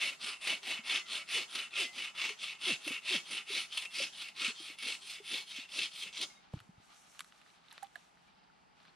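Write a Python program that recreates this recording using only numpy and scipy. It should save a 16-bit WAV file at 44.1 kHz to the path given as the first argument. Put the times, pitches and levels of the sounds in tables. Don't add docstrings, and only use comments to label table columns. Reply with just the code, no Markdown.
import sys
import numpy as np
from scipy import signal
from scipy.fft import rfft, irfft, next_fast_len
from scipy.io import wavfile
from scipy.ndimage import uniform_filter1d

SR = 44100
rng = np.random.default_rng(int(sys.argv[2]) if len(sys.argv) > 2 else 0)


def field_ratio(decibels):
    return 10 ** (np.asarray(decibels, dtype=float) / 20)


def unload_audio(sound):
    columns = np.transpose(np.atleast_2d(sound))
    steps = np.round(np.clip(columns, -1, 1) * 32767)
    wavfile.write(sys.argv[1], SR, steps.astype(np.int16))


N = 394694
SIZE = next_fast_len(N + SR)
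HZ = np.arange(SIZE // 2 + 1) * SR / SIZE

# [turn before t/s, fastest t/s, level/dB, brightness level/dB]
STROKES = [(.004, 0.025, -33.5, -4), (0.189, 0.261, -38, -3), (.388, 0.497, -33.5, -4.5),
           (0.608, 0.711, -38.5, -5), (0.821, 0.927, -32.5, -3.5), (1.05, 1.152, -37, -1.5),
           (1.248, 1.368, -32.5, -2.5), (1.474, 1.588, -40, -2.5), (1.696, 1.806, -33.5, -4),
           (1.913, 2.006, -40.5, -4), (2.132, 2.234, -35.5, -3.5), (2.373, 2.451, -40.5, -3),
           (2.571, 2.693, -34, -2), (2.791, 2.909, -39.5, -3.5), (3.003, 3.137, -32.5, -2.5),
           (3.226, 3.352, -41.5, -2.5), (3.435, 3.568, -33.5, -3), (3.695, 3.775, -42, 0),
           (3.885, 4.012, -33.5, -0.5), (4.122, 4.207, -44, -1), (4.322, 4.469, -33.5, -1.5),
           (4.533, 4.695, -45, 2), (4.748, 4.904, -35.5, -1.5), (4.999, 5.125, -45, 1.7),
           (5.203, 5.346, -36.5, 0), (5.464, 5.568, -45, 0.8), (5.66, 5.813, -34.5, 1.2),
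           (5.906, 6.033, -44.5, 2.5), (6.111, 6.23, -39, 1)]
# [t/s, level/dB]
SNAGS = [(0.413, -36), (0.4718, -18), (0.63, -42), (0.7502, -49), (0.896, -24), (0.9417, -20),
         (1.3385, -28), (1.55, -21), (1.7748, -30), (2.2152, -23), (2.613, -34), (2.8753, -23),
         (2.917, -31), (3.7735, -20), (3.82, -28), (3.8502, -28.5), (4.0195, -25), (4.215, -28),
         (4.284, -34), (4.4464, -18.5), (4.785, -33.5), (5.691, -61), (5.788, -36), (5.952, -48),
         (6.0236, -27), (6.1272, -36), (6.212, -21), (6.226, -25)]
# [t/s, level/dB, fade t/s]
BITES = [(0.0199, -36, 0.0095), (0.2404, -21, 0.0086), (0.2818, -24.5, 0.014), (0.4439, -33, 0.012),
         (0.5044, -21, 0.014), (0.6684, -25, 0.016), (0.704, -24, 0.012), (0.861, -33, 0.0093),
         (0.908, -20, 0.012), (0.9574, -21, 0.017), (1.1294, -30, 0.012), (1.285, -44, 0.0082),
         (1.3179, -33, 0.012), (1.3694, -21, 0.012), (1.5894, -28, 0.014), (1.7542, -26, 0.013),
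         (1.799, -18, 0.012), (1.812, -22, 0.012), (1.979, -31, 0.014), (2.0194, -27, 0.012),
         (2.15, -32, 0.013), (2.175, -26, 0.014), (2.2383, -22, 0.012), (2.289, -21.5, 0.013),
         (2.414, -37, 0.0093), (2.4274, -25, 0.012), (2.6389, -34, 0.012), (2.6509, -26, 0.0094),
         (2.6794, -22, 0.013), (2.6994, -25, 0.012), (2.7194, -24, 0.011), (3.08, -27, 0.014),
         (3.1194, -22, 0.012), (3.1494, -23, 0.012), (3.309, -26, 0.011), (3.3696, -28, 0.013),
         (3.489, -40, 0.012), (3.5024, -39, 0.012), (3.5327, -32, 0.009), (3.5694, -27, 0.015),
         (3.7219, -35, 0.014), (3.933, -34, 0.012), (3.9549, -38, 0.0098), (4.1964, -40, 0.0094),
         (4.361, -33, 0.01), (4.3939, -34, 0.011), (4.405, -29, 0.014), (4.4794, -31, 0.012),
         (4.4994, -36, 0.011), (4.8239, -28, 0.01), (4.8794, -33, 0.012), (5.067, -33, 0.013),
         (5.0963, -28, 0.015), (5.1337, -32, 0.0099), (5.3343, -27, 0.012), (5.5594, -27.5, 0.013),
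         (5.8294, -28, 0.0089), (6.145, -32, 0.0099), (6.1689, -27, 0.014), (6.2344, -33, 0.01)]
# [f/Hz, level/dB, t60 t/s, gain as the cut nears the handle level/dB]
BLADE = [(1363, -12.5, 0.03, -12), (1830, -46, 0.18, -35), (2050, -32, 0.6, 3), (2150, -17, 0.45, -26),
         (2246, 0, 0.3, -6), (2520, -10, 0.062, -11), (2534, -0.5, 0.073, -6), (2600, -16, 0.17, 6),
         (2703, 7.5, 0.02, -6.5), (2952, 0, 0.15, -5), (2950, -6.5, 0.16, 4)]
# [f/Hz, level/dB, t60 t/s, gain as the cut nears the handle level/dB]
UPPER_BLADE = [(3208, 7, 0.016, 7), (3230, -21, 0.05, 8), (3444, 4, 0.14, -3), (3614, -9.5, 0.068, 17),
               (3750, -4, 0.095, 7), (4218, -0.5, 0.06, 10.5), (4260, -33, 0.035, 11),
               (4727, -2.5, 0.015, 5), (5660, -15, 0.012, 13)]
# [f/Hz, level/dB]
FIBRES = [(1060, -64), (1800, -81), (2180, 0.5), (2350, -3), (2620, 0), (3330, -1.5), (3940, -2.5),
          (4290, -4), (7000, -20), (9100, -68), (15400, -120)]
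# [f/Hz, level/dB]
WOOD = [(76, -74), (130, -15.5), (337, -4.5), (427, -2.5), (473, -18), (547, -9.5), (640, -5), (937, -4.5),
        (1360, 2), (1660, -5.5), (1900, 1), (2470, -1), (4180, -120)]
# [f/Hz, level/dB]
DUST = [(4500, -39), (6000, -30), (7200, -6.5), (8000, -4.5), (8900, 2.5), (9900, 3), (10700, -6.5),
        (11500, -15), (14000, -20), (15000, -27), (15700, -43)]
# [t/s, level/dB, f/Hz at full arm speed]
GROANS = [(0.041, -57.5, 399.7), (0.227, -63, 322.4), (.498, -51, 400), (.677, -55, 300.5),
          (0.915, -57, 371.6), (1.106, -63, 336), (1.356, -49, 401), (1.542, -62.5, 332),
          (1.797, -47.5, 401), (1.96, -59.5, 311.4), (2.23, -58.5, 379), (2.676, -39, 384.5),
          (2.863, -57, 327.7), (3.114, -41.5, 393.3), (3.298, -58, 294), (3.534, -55.5, 386.3),
          (3.986, -54, 366.5), (4.402, -54, 407), (4.662, -68, 344), (4.841, -56, 376), (5.312, -54, 392.7),
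          (5.77, -54, 373.5), (6.04, -65, 300.4), (6.199, -51.5, 396)]
# [t/s, level/dB, f/Hz, t60 t/s]
SINGS = [(.33, -51, 2700, 0.36), (.79, -52, 2150, 0.3), (.99, -49.5, 2050, 0.43), (4.2, -46, 3430, 0.23),
         (5.6, -49, 3720, .15), (6.2, -50, 4200, .1), (6.21, -48, 3430, 0.1), (1.63, -56, 1830, 0.15),
         (5.57, -50, 2150, .15), (1.845, -42, 2050, 0.35), (3.85, -45, 2700, 0.35), (6.3, -54, 2150, 0.14),
         (6.33, -69, 2990, 0.12), (6.37, -59, 2150, 0.14), (6.35, -63, 3750, 0.24)]
# [t/s, level/dB, f/Hz, t60 t/s]
THUDS = [
    (6.539, -18.5, 129, 0.025),
    (6.5688, -32, 110, 0.024),
    (6.604, -47, 110, 0.079),
    (6.691, -36.5, 180, 0.034),
    (6.78, -41.5, 110.3, 0.028),
    (6.55, -42, 310, 0.059),
]
# [t/s, level/dB, f/Hz, t60 t/s, left minus right level/dB]
KNOCKS = [(7.193, -50, 700, 0.01, -2), (9.5, -44, 850, .012, 0), (7.779, -49, 600, .01, -1),
          (2.875, -38, 580, .03, 0), (4.018, -52, 530, .05, 0), (4.5, -46, 435, 0.05, 0),
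          (4.6, -46, 324, 0.068, 0), (4, -33, 550, 0.055, 0), (5.2, -43, 410, .07, 0),
          (4.7, -46, 300, 0.033, 0), (2.7, -48, 560, 0.045, 0), (2.3, -42, 420, 0.077, 0),
          (3.14, -46, 580, .05, 0), (3.5, -38, 404, 0.071, 0), (7.722, -49, 890, 0.033, -3),
          (8.5, -51, 1400, 0.013, -2), (7.978, -57, 630, .012, -6), (.79, -43, 224, 0.057, 0),
          (5.585, -43, 266, 0.045, 1), (4.48, -39, 234, 0.064, 2), (2.866, -35, 310, 0.064, -2),
          (2.906, -35.5, 270, 0.04, -1), (6.536, -34, 500, 0.0094, -3), (6.537, -41, 850, 0.019, 0),
          (6.9, -63, 1300, .05, -5), (6.8, -51, 220, 0.018, 0), (7.826, -35, 793, 0.076, -13),
          (7.956, -33.5, 1700, 0.02, -11), (7.958, -50.5, 700, 0.041, -15)]
# [loudest t/s, level/dB, length t/s, treble above
# level/dB]
SHUFFLES = [(6.304, -64.5, 0.38, -23), (6.547, -62, 0.18, -13), (6.963, -61, 0.68, -4),
            (7.367, -68, 0.7, -18), (7.733, -62.5, 0.36, -7.5), (7.977, -66, 0.14, -4),
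            (8.197, -70.5, 0.88, -11.5), (8.837, -66.5, 0.4, -12)]
# [f/Hz, level/dB]
LITTER = [(290, -35), (500, -17), (850, -4), (943, -17), (1170, -1.5), (1890, -9), (2280, -6), (4040, -8),
          (6000, -19.5), (7800, -46), (13200, -120)]
# [t/s, level/dB, thinness per band level/dB, middle band above level/dB, left minus right level/dB]
TICKS = [(6.537, -60, 0, 5, -2), (6.577, -64, -6, 4, 0), (6.59, -61, -3, 9.5, 0), (6.602, -53, -4, 4, 0),
         (7.148, -64, -5, 5, -9), (7.193, -42.5, 3.5, 6, -4.5), (7.206, -37.5, -1, 1.5, 2),
         (7.245, -55, -1, 2, -.5), (7.323, -61.5, -9, 9, 0), (7.415, -64, -1, 9, -3),
         (7.462, -67.5, -12, -2, -3), (7.684, -73, -7, 20, -5), (7.711, -62.5, -4, 15, -1),
         (7.727, -50.5, 1, -14, -7), (7.779, -52.5, -5.5, 11.5, -1), (7.8255, -57.5, -5, 6, -6),
         (7.715, -59, -5, 14, -1), (7.705, -64, -3, 8, -1), (7.754, -67, -3, 5, -1),
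         (7.844, -63, -3, 3, -2), (7.963, -59, -5, 4, -6), (7.83, -46.5, 2.5, -10, -9),
         (7.869, -69, 4, 14, 2), (7.957, -49, -2, 2, -8), (8.172, -68, -9, 1, -4), (8.278, -67, -3, -2, -6),
         (8.802, -70, -4, 12, -.5), (8.852, -61, -6, 4, 0)]
# [from f/Hz, to f/Hz, fade t/s]
SNAP_BANDS = [
    (1140, 2040, 0.00095),
    (2570, 4400, 0.00061),
    (6050, 11400, 0.00037),
]
# [t/s, level/dB, f/Hz]
CHIPS = [
    (8.285, -66, 2350),
    (8.352, -76, 4950),
    (8.393, -72, 4950),
    (8.44, -73, 4950),
    (8.893, -68, 4250),
]
# [f/Hz, level/dB]
HUSH = [(15, -43), (30, -20), (45, -15), (112, -19), (172, -6), (278, -14.5), (354, -16.5), (573, -20),
        (637, -16.5), (833, -10.5), (1120, -18.5), (2780, -20.5), (4150, -28.5), (4620, -22.5), (6040, -38),
        (15000, -67)]
# [f/Hz, side minus mid level/dB]
HUSH_SIDE = [(60, -8.5), (110, 2.5), (200, -3), (380, -1), (700, 2.5), (1290, 5.5), (2380, -7), (4400, -9),
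             (8120, 18), (15000, -9)]
# [f/Hz, level/dB]
TRUNKS = [(60, -19), (300, -8), (600, 2.5), (1300, 1.5), (2500, -11.5), (4000, -9), (6000, 3), (7400, 12),
          (9000, -1.5), (14000, 6.5)]
# [f/Hz, left leads by angle/rad]
PORT_LEAD = [(0, 0), (520, -.1), (1030, .8), (1290, -.3), (1720, -.1), (5680, .3), (6290, .8), (7240, 1.9),
             (8530, .3), (9730, .3), (10500, 1.2), (11600, 0)]
# [f/Hz, left minus right level/dB]
PORT_LEAN = [(60, -9), (110, 3), (200, -2), (380, -0.5), (700, -8), (1290, 1.5), (2380, 1), (4400, 0),
             (8120, -2), (15000, -11)]
# [f/Hz, level/dB]
LITTER_TREBLE = [(4000, -35), (5500, 3), (8000, -0.5), (11000, -6.5), (14000, -21), (15500, -43)]

CUT_THROUGH_S, OVERLAP_S = 6.248, .025
POINTED, POINTED_PER_DB = 2.875, .16
WOOD_DB, WOOD_DB_PER_S, WOOD_PULL_DB = -15.5, -0.86, 2.5
DUST_DB, DUST_SHARE, DUST_PULL_DB = -16, 0.48, 1.8
TEETH_HZ = 409.3
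BITE_LOSS_DB, EVEN_SHARE = 19, .75
BLADE_DAMPED_S = .05
GRAB_S, DRAG_S, HARD_DB = .055, .09, -52
SAG, STALL = 2.5, .42
SHUDDER_DB = -6
SWELL, FADE_DB = 0.25, 10
HUSH_DB = -67
MIC_TOP_HZ = 15300


def level(x, db=0):
    return x * field_ratio(db) / np.sqrt(np.mean(x ** 2))


def along(points):
    hz, value = np.transpose(points)
    return np.interp(np.log(HZ + 1), np.log(hz + 1), value)


def shape(x, gain):
    return irfft(rfft(x, SIZE) * gain, SIZE)[..., :N]


def band(x, low_hz, high_hz):
    return signal.sosfilt(signal.butter(N=2, Wn=[low_hz, high_hz], btype="band", fs=SR, output="sos"), x)


def walk(rate):
    k = int(SR / rate)
    held = np.repeat(rng.standard_normal(N // k + 1), k)
    return 1.3 * uniform_filter1d(uniform_filter1d(held, k), k)[:N]


def grit(scatter_db, hold):
    k = max(int(hold * SR), 1)
    grain_db = scatter_db * np.repeat(rng.exponential(size=N // k + 1), k)[:N]
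    return level(rng.standard_normal(N) * field_ratio(grain_db))


def add(out, s, sound):
    i = int(s * SR)
    out[..., i:i + sound.shape[-1]] += sound[..., :N - i]


def pan(db):
    return field_ratio(np.array([[db], [-db]]) / 2)


def ring(hz, t60, rise):
    t = np.arange(int(t60 * SR)) / SR
    return np.sin(2 * np.pi * hz * t) * field_ratio(-60 * t / t60) * np.minimum(t / rise, 1)


def strokes():
    t = np.arange(N) / SR
    speed, force, place, colour = np.zeros(N), np.zeros(N), np.zeros(N), np.zeros((3, N))
    ends = [row[0] for row in STROKES[1:]] + [CUT_THROUGH_S]
    for k, ((turn, fast, db, bright_db), end) in enumerate(zip(STROKES, ends)):
        pull = k % 2
        start, end = turn - OVERLAP_S, end + OVERLAP_S
        to_turn = np.minimum((t - start) / (fast - start), (end - t) / (end - fast))
        swing = np.sin(np.pi / 2 * np.clip(to_turn, 0, 1))
        press = field_ratio(db) * swing ** (POINTED + POINTED_PER_DB * (db + 38.5))
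        wood_db = WOOD_DB + WOOD_DB_PER_S * fast + pull * WOOD_PULL_DB
        dust_db = DUST_DB + DUST_SHARE * bright_db + pull * DUST_PULL_DB
        on = press > force
        speed[on], force[on] = swing[on], press[on]
        colour[:, on] = np.array([[wood_db], [bright_db], [dust_db]])
        late = 2 * (t[on] - start) / (end - start) - 1
        place[on] = (-1) ** k * late
        colour[1:, on] -= np.array([[5.0], [3.0]]) * late
    return speed, force, place, colour


def dig(db, length, fade, rise):
    t = np.arange(length) / SR
    return field_ratio(db) * np.exp(-t / fade) * np.minimum(t / rise, 1)


def blade_modes(table, drive, place):
    out = 0
    for hz, db, t60, handle_db in table:
        r = field_ratio(-60 / (min(t60, BLADE_DAMPED_S) * SR))
        wander_db = 2.2 * walk(35) + 1.2 * walk(9)
        push = drive * field_ratio(db + handle_db * place + wander_db) * np.sqrt(1 - r)
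        out = out + signal.lfilter([1, 0, -1], [1, -2 * r * np.cos(2 * np.pi * hz / SR), r * r], push)
    return out / np.sqrt(sum(field_ratio(2 * row[1]) for row in table))


def patchy(x, patch_db, lift_db):
    spectrum, out = rfft(x, SIZE), 0
    for hz in 125 * 2 ** np.arange(0, 7.1, 1 / 3):
        slot = np.clip(1 - 3 * abs(np.log2((HZ + 1) / hz)), 0, 1)
        share = np.clip(2 * np.log2(hz / 2900), -.5, .5) * (1800 < hz < 6500)
        out = out + irfft(spectrum * slot, SIZE)[:N] * field_ratio(patch_db * walk(18) + share * lift_db)
    return out


def saw(speed, force, place, colour):
    wood_db, upper_db, dust_db = colour
    force = force * field_ratio(0.36 * walk(50) + 0.95 * walk(120))
    phase = np.cumsum(TEETH_HZ * (.3 + speed) / 1.3 * (1 + .05 * walk(90))) / SR
    bite = field_ratio(1.25 * rng.standard_normal(int(N / 40)))[phase.astype(int)]
    tooth = bite * (1.5 + np.exp(-(phase % 1) / 0.35))
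    grip = np.zeros(N)
    for s, db in SNAGS:
        add(grip, s, dig(db - 12.5, length=900, fade=0.0064, rise=0.0011))
    for s, db, fade in BITES:
        add(grip, s, dig(db - BITE_LOSS_DB, length=2600, fade=max(fade, .003), rise=0.0027))
    force = EVEN_SHARE * force + grip * np.minimum(2 * speed, 1)
    blade_tear, *sprays = (force * level(tooth * grit(0.76, 0.00065)) for _ in range(4))
    blade = field_ratio(-6) * blade_modes(BLADE, blade_tear * field_ratio(-.9 * upper_db), place)
    blade = blade + field_ratio(-4.5) * blade_modes(UPPER_BLADE, blade_tear * field_ratio(upper_db), place)
    blade = band(blade, 1100, 6500)
    slow_db = -6 * np.log2(np.maximum(speed, .15))
    levels = (-5, wood_db + 1.295 * slow_db, dust_db + 0.059 * slow_db)
    scrape = 0
    for points, db, spray in zip((FIBRES, WOOD, DUST), levels, sprays):
        gain = field_ratio(along(points))
        scrape = scrape + shape(spray * field_ratio(db), gain / np.sqrt(np.mean(gain ** 2)))
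    return blade + patchy(scrape, patch_db=3.2, lift_db=upper_db + 2.5)


def groan(speed):
    out, rough = np.zeros(N), walk(150)
    shudder = level(band(grit(0.6, 0.004), 200, 520))
    for s, db, hz in GROANS:
        light = 1 / (1 + field_ratio(3 * (db - HARD_DB)))
        length = int(2 * (GRAB_S + (DRAG_S - GRAB_S) * light) * SR)
        u = np.linspace(-.4, 1.6, num=length)
        start = max(s - length / SR / 5, 0)
        now = slice(int(start * SR), int(start * SR) + length)
        loose = np.clip((-38.5 - db) * .012, .06, .22)
        stall = 1 - STALL * np.clip((db + 49) / 7, 0, 1) * np.clip(u, 0, 1.1)
        pitch = hz * stall * np.maximum(speed[now] ** SAG, .7) * (1 + loose * rough[now])
        turn = 2 * np.pi * np.cumsum(pitch) / SR
        wave = (1 - .4 * light) * np.sin(turn)
        wave += (0.17 + .4 * np.clip(u, 0, 1)) * np.sin(2 * turn)
        wave += (0.3 + light) * field_ratio(SHUDDER_DB) * shudder[now]
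        arc_db = np.where(u < .3, 40, 24) * (u - .3) ** 2
        tone = wave * speed[now] * field_ratio(db + (1.5 + light) * rough[now][::-1] - arc_db)
        add(out, start, tone * signal.windows.tukey(length, .3))
    return signal.sosfilt(signal.butter(N=4, Wn=120, btype="high", fs=SR, output="sos"), out)


def blade_sings():
    out = np.zeros(N)
    for s, db, hz, t60 in SINGS:
        add(out, s, field_ratio(db) * ring(hz, t60, rise=0.006))
    return out


def offcut():
    out = np.zeros(N)
    for s, db, hz, t60 in THUDS:
        add(out, s, field_ratio(db) * ring(hz, t60, rise=.2 * t60))
    return out


def knocks():
    out = np.zeros((2, N))
    for s, db, hz, t60, pan_db in KNOCKS:
        add(out, s, field_ratio(db) * pan(pan_db) * ring(hz, t60, rise=0.087 * t60))
    return out


def litter():
    t = np.arange(N) / SR
    s, db, length, treble_db = np.array(SHUFFLES).T[:, :, None]
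    away = np.maximum((s - t) / SWELL, (t - s) / (1 - SWELL)) / length
    swell = field_ratio(db - 3.5 - FADE_DB * away ** 1.56)
    out = 0
    for size, points in ((swell, LITTER), (swell * field_ratio(treble_db), LITTER_TREBLE)):
        mid, side = (level(shape(grit(1.2, 0.0024), field_ratio(along(points)))) for _ in range(2))
        crush = np.sqrt(np.sum(size ** 2, axis=0)) * field_ratio(2.3 * walk(30))
        out = out + crush * (mid + 0.62 * side * np.array([[1], [-1]]))
    return out


def twigs():
    out, t = np.zeros((2, N)), np.arange(1500) / SR
    for s, db, thin_db, crack_db, pan_db in TICKS:
        for (from_hz, to_hz, fade), rel_db in zip(SNAP_BANDS, (-thin_db, crack_db, thin_db)):
            burst = rng.standard_normal(1500) * (np.exp(-t / fade) + 0.15 * np.exp(-t / 0.0068))
            b, a = signal.butter(N=3, Wn=[from_hz, to_hz], btype="band", fs=SR)
            crack = signal.lfilter(b, a, burst)
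            add(out, s, field_ratio(db + rel_db + 2.5) * pan(pan_db) * crack / abs(crack).max())
    return out


def bird():
    out, t = np.zeros(N), np.arange(900) / SR
    for s, db, hz in CHIPS:
        add(out, s - t[450], field_ratio(db) * np.hanning(900) * np.sin(2 * np.pi * hz * t))
    return out


def hush():
    colour = field_ratio(along(HUSH))
    mid = shape(rng.standard_normal(N), colour)
    side = shape(rng.standard_normal(N), colour * field_ratio(along(HUSH_SIDE)))
    return np.array([mid + side, mid - side]) * field_ratio(HUSH_DB - 4 + 0.5 * walk(1.98)) / np.std(mid)


def trunks(direct):
    t = np.arange(SR // 2) / SR
    decay = (field_ratio(-60 * t / 0.029) + field_ratio(-10.0 - 60 * t / 0.41)) * (t > .002)
    echo = rng.standard_normal((2, len(t))) * decay
    scatter = rfft(echo / np.sqrt(np.sum(echo ** 2)), SIZE) * field_ratio(along(TRUNKS) - 2.5)
    return shape(direct.mean(axis=0), scatter)


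def scene():
    speed, force, place, colour = strokes()
    near = saw(speed, force, place, colour) + groan(speed)
    left = field_ratio(along(PORT_LEAN) / 2) * np.exp(.5j * along(PORT_LEAD))
    direct = shape(near, np.array([left, 1 / left]))
    work = direct + trunks(direct) + blade_sings() + offcut() + knocks()
    return work + litter() + twigs() + bird() + hush()


def band_limit(x):
    return signal.sosfilt(signal.butter(12, 15630, fs=SR, output="sos"), x)


def record(dry):
    top_cut = signal.butter(N=8, Wn=MIC_TOP_HZ, fs=SR, output="sos")
    mix = signal.sosfilt(top_cut, dry)
    return band_limit(mix)


dry = scene()
out = record(dry)
unload_audio(out)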